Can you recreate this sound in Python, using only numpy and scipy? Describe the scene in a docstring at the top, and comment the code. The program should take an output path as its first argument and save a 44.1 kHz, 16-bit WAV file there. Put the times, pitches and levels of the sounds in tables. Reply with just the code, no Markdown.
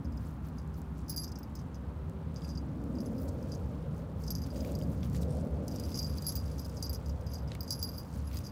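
"""In a garden, a puppy rolls on bark mulch. The metal tags on its collar clink and chatter
against each other and their ring: sine tones that fade between contacts, and clicks that set filters ringing.
The mulch rustles under its body as many tiny ringing grains, with dry snaps and woody knocks.
Far below, traffic hums and swells: noise shaped into bands, a low engine note and other wandering tones.
"""
import sys
import numpy as np
from scipy import signal
from scipy.fft import rfft, irfft, next_fast_len
from scipy.io import wavfile
from scipy.ndimage import uniform_filter1d

SR = 44100
rng = np.random.default_rng(int(sys.argv[2]) if len(sys.argv) > 2 else 0)


def dump_mix(stems):
    """Bounce the given channels to the path in sys.argv[1] as a 16-bit WAV at rate SR."""
    frames = np.atleast_2d(stems).T  # one column per channel
    limited = np.clip(frames, -1, 1)  # hard clip at full scale
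    pcm = np.round(limited * 32767).astype(np.int16)
    wavfile.write(sys.argv[1], SR, pcm)


N = 375291

# Levels in the tables are starting points: the functions that play them may add a trim.

# Clear contacts of tags and ring: start_s, contact_db, then the levels of the five groups of tag tones
# (low_db, shimmer_db, high_1_db, high_2_db, high_3_db), and ring_s (time to fade by 60 dB, before other losses)
CLINK_CONTACTS = [(0.0463, -48, -74, -62.5, -78, -76, -76, 0.082),
                  (0.1221, -43, -90, -72, -90, -90, -90, 0.1),
                  (0.172, -44, -90, -60.5, -90, -90, -90, 0.063),
                  (0.582, -55, -59, -64, -67, -77, -80, 0.15),
                  (0.7403, -45, -84, -66, -90, -90, -90, 0.073), (1.082, -41, -66, -56, -67, -80, -70, 0.2),
                  (1.0958, -28, -55, -44, -43, -90, -45, 0.28), (1.124, -39, -47, -58, -63, -64, -55, 0.15),
                  (1.1626, -31, -38, -50, -53, -44, -44, 0.22),
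                  (1.1757, -27, -35.5, -46, -51, -47, -71, 0.2),
                  (1.197, -35, -43, -59, -49, -55, -84, 0.39), (1.2185, -38, -42, -64, -49, -66, -75, 0.25),
                  (1.234, -34, -44, -51, -57, -63, -80, 0.2),
                  (1.242, -34, -43, -47.5, -58, -53, -76, 0.092),
                  (1.277, -45, -60, -56.5, -77, -74, -90, 0.31),
                  (1.2895, -42, -83, -61, -90, -81, -90, 0.2),
                  (1.3187, -35, -56, -60, -90, -83, -90, 0.063),
                  (1.3554, -45, -75, -53.5, -90, -88, -94, 0.08),
                  (1.387, -38, -90, -61.5, -90, -61, -56, 0.092),
                  (1.4312, -43, -52, -58, -90, -54, -83, 0.052),
                  (1.5534, -32, -64, -51.5, -90, -81, -62, 0.093),
                  (1.59, -47, -70, -59, -90, -90, -80, 0.14), (1.745, -51, -90, -60, -90, -78, -89, 0.11),
                  (2.36, -47, -55, -57.5, -90, -90, -90, 0.17), (2.3802, -49, -66, -68, -90, -90, -83, 0.1),
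                  (2.419, -52, -58, -68, -89, -90, -85, 0.25), (2.445, -51, -55, -63, -79, -81, -90, 0.14),
                  (2.4892, -46, -52.5, -55, -90, -90, -86, 0.17),
                  (2.5106, -51, -56, -68, -90, -83, -90, 0.11),
                  (2.5528, -52, -55, -55.5, -90, -90, -83, 0.051),
                  (2.5748, -41, -46, -55.5, -90, -79, -73, 0.093),
                  (2.952, -46, -63, -69, -88, -87, -90, 0.11), (2.985, -45, -47, -58, -69, -81, -90, 0.046),
                  (3.004, -44, -52, -55, -65, -75, -90, 0.06), (3.059, -41, -65, -59, -59, -69, -90, 0.085),
                  (3.181, -48, -60, -61.5, -90, -82, -90, 0.1), (3.4266, -43, -90, -64, -90, -90, -92, 0.1),
                  (3.5192, -39, -50.5, -50.5, -65, -82, -90, 0.18),
                  (3.548, -38, -68, -53, -90, -80, -90, 0.058), (4.2369, -36, -67, -59, -80, -90, -75, 0.2),
                  (4.2657, -35, -90, -65, -90, -72, -86, 0.2),
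                  (4.2782, -34, -48, -46.5, -59, -77, -90, 0.06),
                  (4.305, -22, -41, -48, -68, -36.5, -62, 0.12),
                  (4.3204, -38, -66, -53, -57, -64, -65, 0.12), (4.352, -37, -43, -52, -56, -52, -68, 0.12),
                  (4.383, -42, -53, -58, -82, -59, -90, 0.082), (4.418, -49, -52, -63, -65, -56, -74, 0.18),
                  (4.4376, -42, -48, -53, -74, -88, -83, 0.051),
                  (4.5032, -53, -51, -63, -68, -75, -86, 0.1), (4.559, -44, -54, -60, -76, -72, -90, 0.1),
                  (4.6034, -43, -54, -56.5, -90, -80, -81, 0.06),
                  (4.752, -39, -40, -53, -90, -58, -75, 0.04), (4.789, -32, -61, -59, -89, -80, -90, 0.11),
                  (4.8229, -35, -48, -63, -90, -61, -72, 0.047),
                  (4.835, -38, -52, -61, -72, -76, -90, 0.044),
                  (4.9778, -53, -78, -75, -90, -90, -90, 0.075),
                  (5.0277, -49, -56, -63, -83, -84, -88, 0.06),
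                  (5.681, -26, -51, -48.5, -75, -70, -82, 0.055),
                  (5.712, -38, -60, -58, -90, -84, -84, 0.09), (5.76, -30, -49, -56, -90, -71, -90, 0.053),
                  (5.7979, -26, -46, -56, -70, -63, -89, 0.082),
                  (5.8371, -39, -46.5, -57, -60, -67, -90, 0.19),
                  (5.852, -39, -56, -60, -61, -70, -84, 0.14), (5.9154, -42, -53, -57, -77, -80, -90, 0.2),
                  (5.943, -39, -41, -47.5, -65, -66, -90, 0.2), (5.954, -34, -48, -50, -55, -57, -74, 0.2),
                  (5.974, -33, -48, -48, -52, -53, -65, 0.2), (5.989, -32, -34, -44.5, -50, -50, -71, 0.13),
                  (6.0073, -40, -44, -62, -69, -59, -90, 0.21), (6.017, -39, -40, -71, -67, -55, -90, 0.2),
                  (6.028, -39, -44, -49, -67, -63, -90, 0.19),
                  (6.045, -32, -36.5, -64, -73, -63, -90, 0.13),
                  (6.0644, -41, -50, -54, -77, -65, -81, 0.19), (6.0764, -42, -53, -66, -58, -64, -90, 0.2),
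                  (6.097, -41, -50, -62, -61, -65, -82, 0.14), (6.172, -45, -60, -57, -57, -72, -59, 0.22),
                  (6.183, -38, -42, -59, -70, -72, -81, 0.066),
                  (6.2228, -26, -45, -80, -72, -70, -76, 0.046),
                  (6.248, -43, -43, -61, -69, -70, -88, 0.15),
                  (6.2664, -24, -37.5, -52, -40, -36, -88, 0.2),
                  (6.2835, -30, -56, -48, -37, -45, -90, 0.2),
                  (6.2915, -30, -37.5, -48, -41, -45, -90, 0.2),
                  (6.3018, -35, -49, -47, -45, -55, -76, 0.077),
                  (6.322, -24.5, -57, -55, -54, -60, -75, 0.083),
                  (6.3541, -32, -46, -54.5, -63, -52, -41, 0.22),
                  (6.3765, -35, -47, -60, -58, -60, -71, 0.2), (6.391, -39, -53, -62, -63, -75, -86, 0.19),
                  (6.4094, -49, -53, -69, -73, -76, -92, 0.1), (6.456, -53, -63, -69, -68, -65, -71, 0.2),
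                  (6.4796, -46, -61, -65, -88, -75, -90, 0.17), (6.5146, -45, -57, -66, -58, -76, -88, 0.1),
                  (6.582, -39, -65, -51.5, -81, -63, -90, 0.2),
                  (6.5955, -32, -71, -58, -62, -52, -72, 0.17),
                  (6.6185, -39, -67, -60, -86, -67, -87, 0.18),
                  (6.6466, -43, -66, -58, -57, -61, -90, 0.21), (6.661, -32, -65, -64, -90, -74, -75, 0.08),
                  (6.6954, -34, -65, -57, -68, -90, -88, 0.064), (6.768, -43, -54, -56, -74, -65, -80, 0.2),
                  (6.784, -46, -60, -65, -70, -72, -89, 0.11),
                  (6.8258, -22.5, -35, -45, -49, -55, -90, 0.11),
                  (6.8446, -41, -41.5, -57, -59, -51, -90, 0.19),
                  (6.8634, -41, -51, -53, -69, -90, -90, 0.12),
                  (6.895, -28, -39.5, -63, -64, -40.5, -90, 0.077),
                  (6.9308, -26, -51, -51, -51, -68, -49, 0.067),
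                  (6.9464, -33, -50, -51, -63, -52, -64, 0.11), (7.06, -36, -67, -60, -73, -90, -90, 0.094),
                  (7.094, -42, -57, -56, -82, -62, -86, 0.07), (7.2101, -42, -62, -68, -87, -90, -90, 0.06),
                  (7.265, -42, -53, -62, -84, -69, -73, 0.19), (7.2886, -50, -50, -69, -85, -93, -90, 0.06),
                  (7.3157, -48, -58, -60, -78, -74, -80, 0.2), (7.335, -42, -50, -55, -63, -54, -90, 0.23),
                  (7.3537, -44, -44, -59, -69, -61, -90, 0.086),
                  (7.3845, -51, -55, -58, -83, -80, -83, 0.049),
                  (7.4207, -49, -63, -76, -90, -90, -90, 0.06),
                  (7.4766, -50, -60, -62, -85, -90, -89, 0.12),
                  (7.607, -33, -37, -53, -66, -48, -45, 0.057), (7.631, -33, -48, -58, -75, -54, -70, 0.12),
                  (7.678, -42, -50.5, -57, -63, -63, -90, 0.38),
                  (7.7063, -17.5, -29.5, -41, -44, -54, -50, 0.12),
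                  (7.724, -23, -38, -41.5, -44.5, -52, -59, 0.14),
                  (7.7505, -37, -51, -58, -55, -60, -82, 0.29), (7.791, -42, -48, -56, -50, -72, -83, 0.26),
                  (7.8156, -34, -46, -61, -60, -67, -90, 0.2),
                  (7.8275, -19, -30.5, -42, -56, -57, -36, 0.12),
                  (7.847, -36, -37, -62, -47, -57, -65, 0.11), (7.8731, -47, -60, -61, -56, -64, -70, 0.2),
                  (7.89, -43, -41, -63, -69, -48, -79, 0.048), (7.9364, -45, -62, -65, -73, -75, -55, 0.19),
                  (7.9487, -44, -57, -65, -69, -76, -77, 0.15),
                  (7.9807, -42, -42, -53, -66, -62, -46, 0.13),
                  (8.2472, -55, -72, -72, -64, -74, -90, 0.21),
                  (8.2724, -43, -80, -67, -58, -62, -90, 0.11),
                  (8.331, -42, -61, -57, -71, -69, -90, 0.082),
                  (8.371, -26, -44, -51, -73, -75, -77, 0.054), (8.4055, -47, -72, -64, -90, -90, -88, 0.1),
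                  (8.4374, -49, -61, -61, -67, -71, -90, 0.2), (8.448, -39, -64, -56, -66, -65, -90, 0.2),
                  (8.465, -39, -44, -57, -62, -61, -90, 0.2), (8.4755, -39, -62, -63, -70, -73, -90, 0.2),
                  (8.4904, -51, -51, -71, -81, -68, -90, 0.06)]
# Tones of the tags in five groups, one for each group level above:
# pitch_hz, level_db (added to the group level), longest_s (time to fade by 60 dB, before other losses)
TAG_TONES = [
    [(4815, 1.5, 0.47), (4935, -5, 0.064), (4690, -9, .03)],
    [(5230, 4.5, 0.027), (6100, 4, 0.013)],
    [(11120, 3.5, 0.38), (10680, -20, .05)],
    [(12255, 2.5, 0.28), (12610, -2, 0.11), (13400, -8, .04), (11700, -17, .03)],
    [(15250, 8, .06)],
]
# How much light touches vary a tone: level in dB, pitch as a fraction, phase in radians
JOLT_DB, JOLT_PITCH, JOLT_RAD = 2.5, 0.0017, 0.85


def clinks():
    """Tag tones ring on from contact to contact; light touches jolt their level, pitch and phase."""
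    touch_number = np.cumsum(rng.random(N) < 70 / SR)  # about 70 touches a second
    out = np.zeros(N)
    for group_db, tones in zip(np.transpose(CLINK_CONTACTS)[2:-1], TAG_TONES):
        for hz, db, longest_s in tones:
            jolts = rng.normal(0, 1, (touch_number[-1] + 1, 3))[touch_number]
            # a touch lasts about a millisecond
            louder, higher, shifted = uniform_filter1d(jolts, size=40, axis=0).T
            turns = np.cumsum(hz * (1 + JOLT_PITCH * higher)) / SR
            phase = 2 * np.pi * turns + JOLT_RAD * shifted
            # a contact takes a moment to pass its energy on
            height = uniform_filter1d(after_clink(group_db + db, longest_s), size=70)
            out += height * from_db(JOLT_DB * louder) * np.sin(phase)
    return treble(out)


SETTLE_S = 0.076  # a tag left alone comes to rest on the fur about this long after a clink


def after_clink(level_db, longest_s):
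    """Each contact sets a new height, which fades until the next contact or until the tag rests."""
    start_s, ring_s = np.transpose(CLINK_CONTACTS)[[0, -1]]
    now = np.arange(N) / SR
    last = np.maximum(np.searchsorted(start_s, now) - 1, 0)
    age = np.abs(now - start_s[last])
    # losses add up: the tone's own and those of whatever holds the tag
    losses = 1 / longest_s + 1 / np.clip(ring_s, 0.01, 2)[last]
    fall_db = 60 * age * losses + 20 * (age / SETTLE_S) ** 4
    return from_db(level_db[last] - np.minimum(fall_db, 200)) * (now >= start_s[0])


# Dry snaps of single chips: start_s, level_db
CHIP_SNAPS = [(0.2184, -50), (0.3142, -50), (0.4564, -49), (0.4868, -37), (0.6192, -44), (0.6762, -40),
              (0.7667, -47), (0.8177, -32), (0.9822, -38), (0.9895, -48), (1.502, -45), (1.754, -39),
              (2.0974, -36), (2.3446, -38), (2.4814, -36), (2.8403, -36), (3.25, -48), (3.2784, -47),
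              (3.2859, -34), (4.2184, -46), (4.4684, -44), (4.5384, -43), (4.573, -40), (4.6174, -39),
              (4.6498, -36), (4.7205, -27), (4.8024, -41), (5.0479, -43), (5.0591, -46), (5.0995, -32),
              (5.231, -33), (5.3702, -32), (5.3824, -46), (5.451, -40), (5.472, -40), (5.5425, -46),
              (6.685, -41), (7.0864, -35), (7.4854, -44), (7.5507, -26.5), (8.2854, -42), (8.3892, -24)]


def ticks():
    """Each contact and each snap clicks for about a millisecond; small tags and chips give no bass."""
    clicks = np.zeros(N)
    for start_s, level_db, *_ in [*CLINK_CONTACTS, *CHIP_SNAPS]:
        clicks[round(start_s * SR)] = from_db(level_db - 8.5)
    body = from_db(-6.0) * ring(clicks, 7600, 0.0015)
    snap = from_db(3.0) * ring(clicks, 11400, 0.00018)
    glint = from_db(-23.0) * ring(clicks, 12900, 0.0013)
    return treble(body + snap + glint)


# Quickly fading tones of the split ring and buckle: pitch_hz, level_db, fade_s (time to fall by 60 dB)
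BUCKLE_TONES = [(4964, 6.5, 0.02), (4900, -21.5, 0.021), (5560, 4.5, 0.01), (5940, -2.5, 0.019),
                (6244, 3.5, 0.0055), (6490, -2, 0.012), (7000, -9.5, 0.0022)]


def chatter():
    """After each clink the ring and buckle bounce in quick small touches that set their tones ringing."""
    height = after_clink(np.transpose(CLINK_CONTACTS)[3], longest_s=0.26)
    touches = height * rms_one(grains(per_s=1000, spread_db=3.5))
    rings = sum(from_db(db) * ring(touches * rng.standard_normal(N), hz, fade_s)
                for hz, db, fade_s in BUCKLE_TONES)
    return from_db(-18.5) * treble(rings)


# Tone colour of the crackle and of the rasp: pitch_hz, level_db
CRACKLE_COLOUR = [(3000, -26), (4500, 4), (7000, 4.5), (9500, 3.5), (12500, -12.5)]
# Tone colour of the fine hiss: pitch_hz, level_db
FINE_COLOUR = [(9000, -16), (12000, -4.5), (16500, 2)]


def rasp():
    """The collar's rings rasp briefly after every clink: a broad burst of tiny ringing grains."""
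    height = after_clink(np.transpose(CLINK_CONTACTS)[1], longest_s=0.075)
    grit = chips(per_s=7200, spread_db=-0.5, cycles=11.0)
    coarse = from_db(-24) * coloured(grit, CRACKLE_COLOUR)
    fine = from_db(-25) * coloured(grit, FINE_COLOUR)
    return height * (coarse + fine)


# Bouts in which the tags keep swinging: start_s, length_s, level_db
SWING_BOUTS = [(1.064, 0.23, -39.5), (1.55, 0.027, -56), (2.359, 0.03, -59), (2.42, 0.12, -49),
               (2.977, 0.059, -47), (3.488, 0.06, -49), (4.234, 0.35, -58), (4.556, 0.085, -57),
               (4.75, 0.08, -67), (5.679, 0.59, -43.5), (6.16, 0.26, -45), (6.57, 0.097, -55),
               (6.761, 0.17, -45), (7.056, 0.06, -53), (7.262, 0.18, -47), (7.513, 0.05, -55),
               (7.602, 0.49, -46), (8.336, 0.06, -50), (8.438, 0.072, -50)]


def jingle():
    """While the tags swing, light random touches strike their tones, each with a strength of its own."""
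    start_s, length_s, level_db = np.transpose(SWING_BOUTS)
    bouts = swells(start_s + length_s / 2, length_s / 2, level_db - 12, order=6)
    touches = bouts * grains(per_s=130, spread_db=-1.0)
    rings = np.zeros(N)
    for group_db, tones in zip([1.0, -5.5, -9, -6, -25], TAG_TONES):
        for hz, db, longest_s in tones:
            fade_s = 1 / (1 / longest_s + 1 / 0.04)  # the tone's own loss plus a quick damping
            rings += from_db(group_db + db) * ring(touches * rng.standard_normal(N), hz, fade_s)
    return treble(rings)


# How much the body stirs the mulch: time_s, crackle_db, crunch_db
STIRRING = [(0, -79.5, -74), (1, -78.5, -73), (1.25, -79, -82), (1.5, -78.5, -72.5), (2.3, -80, -69.5),
            (2.5, -78, -71), (2.75, -76.5, -71.5), (3.1, -71, -71), (3.6, -72, -69.5), (3.85, -76, -67.5),
            (4.15, -78, -70.5), (4.3, -70, -69), (5, -69.5, -68.5), (5.6, -74, -70), (5.75, -64, -63.5),
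            (6.5, -65.5, -65.5), (7.1, -72.5, -68.5), (7.5, -76.5, -68.5), (7.9, -69.5, -70),
            (8.5, -72, -66)]
# Short bursts of rustle and hiss: shifts in the mulch, and bright hiss following loud clinks:
# middle_s, half_length_s (stretched 1.6 times when played), crackle_db, crunch_db, fine_hiss_db
RUSTLE_BURSTS = [(0.263, 0.082, -71, -70, -74), (0.467, 0.034, -72, -67, -72), (.59, 0.039, -76, -74, -84),
                 (.78, 0.02, -73, -74, -67), (0.997, 0.048, -72, -74, -82), (1.105, .015, -65, -76, -53),
                 (1.605, .02, -72, -78, -76), (2.45, .1, -68, -70, -85), (3.043, 0.038, -75, -77, -75),
                 (3.221, 0.038, -68, -77, -64), (3.29, 0.0083, -54.5, -80, -68),
                 (3.513, .05, -67, -68, -85), (3.98, 0.049, -70.5, -75, -76), (4.222, 0.038, -68, -73, -69),
                 (4.467, 0.01, -64, -59, -63), (4.569, .04, -61.5, -61, -67), (4.674, 0.077, -64, -60, -66),
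                 (4.923, .04, -70, -68, -69), (5.054, 0.024, -64, -59, -67), (5.16, 0.029, -57, -60, -62),
                 (5.224, .015, -54, -65, -61), (5.376, 0.043, -65, -71, -85), (5.9, 0.046, -65, -64, -69),
                 (5.98, 0.056, -64, -62, -68), (6.176, 0.013, -60, -61, -68), (6.275, .05, -64, -70, -67),
                 (6.366, 0.0079, -48, -61, -52), (6.772, .04, -67, -75, -76), (7.354, 0.033, -64, -72, -75),
                 (7.53, 0.038, -68, -60, -85), (7.848, .012, -70, -78, -54), (7.994, 0.016, -70, -71, -56),
                 (8.163, 0.053, -63.5, -66.5, -71), (8.359, 0.043, -61.5, -56, -58.5)]


def rustle():
    """Bark chips crackle in bright grains over a fine hiss and a lower crunch, with short bursts of all three."""
    middle_s, half_s, *burst_db = np.transpose(RUSTLE_BURSTS)
    crackle_db, crunch_db = in_time(STIRRING)
    calm_db = (crackle_db, crunch_db, crackle_db - 7)  # steady crackle, crunch and fine hiss
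    crisp, dull, fine = (np.hypot(from_db(calm), swells(middle_s, 1.6 * half_s, db))
                         for calm, db in zip(calm_db, burst_db))
    crackle = chips(per_s=3500, spread_db=3.5, cycles=13.0)
    crunch = between(grains(per_s=900, spread_db=1.5), 1900, 4200)
    return (crisp * coloured(crackle, CRACKLE_COLOUR)
            + from_db(2.0) * fine * coloured(crackle, FINE_COLOUR)
            + from_db(-4.0) * dull * rms_one(crunch))


# Knocks of the stick and bark chips: start_s, level_db, pitch_hz
WOOD_KNOCKS = [(1.0963, -55, 3740), (1.1317, -44, 2270), (2.422, -45, 3270), (2.447, -44, 2680),
               (4.648, -34.5, 2366), (4.814, -40.5, 3110), (5.0315, -38, 3410), (5.147, -37, 1940),
               (5.2315, -40, 3820), (5.8396, -48, 3090), (5.9185, -43, 3590), (5.9723, -52, 3910),
               (6.2659, -51, 3960), (6.585, -54, 3434), (6.932, -54, 1905), (7.5043, -53, 2150),
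               (7.518, -30.5, 3900), (7.552, -33, 2200), (8.314, -42, 2460)]


def knocks():
    """Each knock is a short woody ring at its own pitch, with weaker side tones and a dry noise crack."""
    out = np.zeros(N + SR)
    t = np.arange(SR // 50) / SR
    cracks = between(rng.standard_normal((len(WOOD_KNOCKS), len(t))), 1200, 5000)
    for (start_s, level_db, hz), crack in zip(WOOD_KNOCKS, cracks):
        wood = np.sin(2 * np.pi * hz * t)
        wood += 0.31 * np.sin(2 * np.pi * 1.66 * hz * t)
        wood += 0.12 * np.sin(2 * np.pi * 0.71 * hz * t)
        fade = from_db(level_db - 7.5 - 60 * t / 0.012)  # falls by 60 dB in 12 ms
        out[round(start_s * SR):][:len(t)] += fade * (wood + 1.33 * crack)
    return out[:N]


# A narrow dry scratch: time_s, level_db
SCRATCH = [(5.27, -90), (5.3, -61), (5.37, -72), (5.41, -67), (5.44, -92)]


def scuff():
    """A dry scratch: uneven grains ring in a band near 8.6 kHz, with a weaker one near 5.6 kHz."""
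    clicks = grains(per_s=700, spread_db=3.0)
    scratch = ring(clicks, 8600, 0.0018) + 0.6 * ring(clicks, 5600, 0.0025)
    return from_db(in_time(SCRATCH)[0]) * rms_one(scratch)


# Swelling of the traffic: time_s, deep_rumble_db, engine_drone_db, upper_drone_db, tyre_roar_db
TRAFFIC_LEVELS = [(0.05, -46, -43, -45, -55.5), (0.07, -39, -53, -46.5, -58.5),
                  (0.87, -47, -46, -51.5, -60), (1.13, -47.5, -49.5, -47, -60),
                  (2.27, -41.5, -46, -51, -55.5), (2.41, -48, -41, -49, -54.5),
                  (2.55, -42, -44, -44.5, -57), (3.04, -41.5, -42.5, -38, -48.5),
                  (3.26, -38, -45, -42.5, -48), (3.86, -42, -43, -49.5, -51.5),
                  (4.35, -37.5, -41.5, -47.5, -54), (4.5, -41.5, -49, -43.5, -53.5),
                  (4.68, -39.5, -41, -41, -46), (5.08, -37.5, -37.5, -44, -53),
                  (5.31, -38.5, -36, -46, -43.5), (5.87, -41, -47, -41.5, -49.5),
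                  (6.18, -40, -42.5, -48, -53.5), (7.28, -40.5, -46.5, -51, -52),
                  (7.96, -44, -46, -50, -54), (8.26, -41.5, -48.5, -51, -59),
                  (8.4, -40, -47.5, -47.5, -54.5), (8.45, -42, -47, -48, -56.5)]
# Tone colours of those four bands, then of the far hiss: pitch_hz, level_db
RUMBLE_COLOUR = [(15, -75), (25, -23), (47, -18), (63, 0), (80, 0), (119, -4), (140, -7.5), (180, -41),
                 (310, -120)]
DRONE_COLOUR = [(76, -26.5), (130, -4.5), (156, 4.5), (205, -5.5), (270, -18.5), (450, -120)]
UPPER_DRONE_COLOUR = [(120, -26.5), (205, -0.5), (261, 0), (344, -11), (380, -16), (490, -44), (840, -120)]
ROAR_COLOUR = [(200, -35), (340, -6.5), (440, 0), (466, 2), (555, 0.5), (850, -16.5), (1100, -51),
               (1870, -120)]
AIR_COLOUR = [(350, -29), (600, -11), (837, -5.5), (910, -5.5), (1360, -11), (1900, -20), (4480, -35.5),
              (4800, -41.5), (14200, -41.5), (15600, -40), (16500, -41)]
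# A low engine note, and a second wandering tone that roughens the rumble: time_s, pitch_hz, level_db
LOW_TONES = [
    [(0.0, 63.3, -53), (0.14, 64.0, -38), (1.28, 63.8, -38.5), (2.25, 70.7, -40), (2.96, 64.8, -38),
     (3.34, 65.6, -48.5), (3.81, 70.8, -53), (4.19, 64.25, -39), (6.18, 70.7, -39), (7.41, 66.6, -36.5),
     (7.72, 72, -57), (7.93, 64.7, -63), (8.24, 70.9, -32.5), (8.5, 68.2, -40)],
    [(0.0, 76.2, -39.5), (1.77, 80.15, -41), (3.57, 70.9, -46), (4.02, 85.4, -45), (4.28, 73, -38),
     (4.57, 87.1, -52), (4.9, 75.78, -35.5), (7.53, 72.1, -37.5), (7.79, 86.73, -41), (8.5, 72.0, -46)],
]
# Two faint hums that come and go: time_s, pitch_hz, level_db
FAINT_HUMS = [
    [(0, 159, -56), (.3, 158, -45.5), (1.2, 156, -52.5), (1.6, 160, -58)],
    [(.5, 388, -62.5), (1.1, 390, -60), (1.75, 385, -71), (2.14, 386.5, -52.5), (2.5, 386, -71)],
]


def traffic():
    """Four noise bands rise and fall, with an engine note, a roughening tone, faint hums and far hiss."""
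    noise = rng.standard_normal((5, N))
    colours = (RUMBLE_COLOUR, DRONE_COLOUR, UPPER_DRONE_COLOUR, ROAR_COLOUR)
    bands = sum(from_db(db) * coloured(white, colour)
                for db, white, colour in zip(in_time(TRAFFIC_LEVELS), noise, colours))
    low_tones = from_db(-7.0) * sum(map(tone, LOW_TONES))
    hums = from_db(-0.5) * sum(map(tone, FAINT_HUMS))
    far_hiss = from_db(-58.0) * coloured(noise[4], AIR_COLOUR)
    return bands + low_tones + hums + far_hiss


# Hollow narrow-band swells in the traffic roar, several of which may belong to one pass:
# middle_s, half_length_s, pitch_hz, level_db
HOLLOW_SWELLS = [(3.16, .5, 526, -55), (3.8, 0.29, 514, -57), (4.701, 0.34, 575, -48.5),
                 (5.33, 0.24, 490, -49.5), (5.602, 0.29, 581, -54)]


def hollow_roar():
    """Noise goes twice through one resonance, under a rounded rise and fall for each swell."""
    white = rng.standard_normal(N)
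    fade_s = 0.017  # each resonance falls by 60 dB in this time
    out = np.zeros(N)
    for middle_s, half_s, hz, db in HOLLOW_SWELLS:
        hollow = rms_one(ring(ring(white, hz, fade_s), hz, fade_s))
        out += swells(np.array([middle_s]), np.array([half_s]), np.array([db])) * hollow
    return out


def tone(rows):
    """A wavering sine that fades in and out over 0.1 s outside the ends of its table."""
    hz, db = in_time(rows)
    first_s, last_s = rows[0][0], rows[-1][0]
    fade = np.interp(np.arange(N) / SR, [first_s - 0.1, first_s, last_s, last_s + 0.1], [0, 1, 1, 0])
    return fade * np.sqrt(2) * from_db(db) * np.sin(2 * np.pi * np.cumsum(hz) / SR)


def chips(per_s, spread_db, cycles):
    """Crackle: each grain rings a few cycles at one of 14 pitches."""
    clicks = grains(per_s, spread_db)
    dealt = rng.integers(0, 14, N)
    pitches_hz = np.geomspace(3000, 15500, 14)
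    return sum(ring(clicks * (dealt == k), hz, cycles / hz) for k, hz in enumerate(pitches_hz))


def grains(per_s, spread_db):
    """Random clicks of uneven size and sign."""
    sizes = from_db(spread_db * np.minimum(rng.exponential(1, N), 4)) * rng.choice([-1, 1], N)
    return sizes * (rng.random(N) < per_s / SR)


def ring(clicks, hz, fade_s):
    """A unit click sets off a sine that starts near height 1 and falls by 60 dB in fade_s."""
    r = from_db(-60 / (fade_s * SR))
    w = 2 * np.pi * hz / SR
    return signal.lfilter([0, np.sin(w)], [1, -2 * r * np.cos(w), r * r], clicks + 1e-18)


def swells(middle_s, half_s, level_db, order=2):
    """Gain of summed swells, 20 dB down half_s from the middle; higher order gives flatter tops."""
    now = np.arange(0, N, 32) / SR
    distance = (now - middle_s[:, None]) / half_s[:, None]
    drop_db = 20 * np.minimum(distance ** 2, 100) ** (order / 2)
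    power = from_db(level_db[:, None] - drop_db) ** 2
    return np.interp(np.arange(N) / SR, now, np.sqrt(power.sum(0)))


def coloured(x, spectrum):
    """Shapes x by a table of pitch_hz and level_db, 90 dB down outside its ends; rms 1."""
    size = next_fast_len(N)
    hz, db = np.transpose(spectrum)
    log_hz = np.log(np.arange(size // 2 + 1) * SR / size + 1)  # the 1 avoids log of zero
    gain = from_db(np.interp(log_hz, np.log(hz), db, -90, -90))
    return rms_one(irfft(rfft(x, size) * gain, size)[:N])


def treble(x):
    """Keeps what lies above about 4.2 kHz."""
    return signal.sosfilt(signal.butter(4, 4200, "high", fs=SR, output="sos"), x)


def between(x, low_hz, high_hz):
    """Keeps the band between two pitches."""
    return signal.sosfilt(signal.butter(2, [low_hz, high_hz], "band", fs=SR, output="sos"), x)


def in_time(rows):
    """Columns of a curve table after its time column, one value per sample."""
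    time_s, *columns = np.transpose(rows)
    return [np.interp(np.arange(N) / SR, time_s, column) for column in columns]


def from_db(db):
    """Gain of a level in dB."""
    return 10 ** (np.asarray(db) / 20)


def rms_one(x):
    """Scales x to an rms (average strength) of 1."""
    return x / np.sqrt(np.mean(x ** 2) + 1e-20)


def scene():
    """Tags and mulch close by, traffic far off."""
    tags = clinks() + ticks() + chatter() + rasp() + jingle()  # ticks also holds the snaps of chips
    mulch = rustle() + knocks() + scuff()  # rustle also holds the bright hiss after loud clinks
    road = traffic() + hollow_roar()
    return (tags + mulch + road)[None]


def record(dry):
    """Cuts the top: 55 dB down from 16.3 kHz upward."""
    return signal.sosfilt(signal.cheby2(14, 55, 16300, fs=SR, output="sos"), dry)


dry = scene()
out = record(dry)
dump_mix(out)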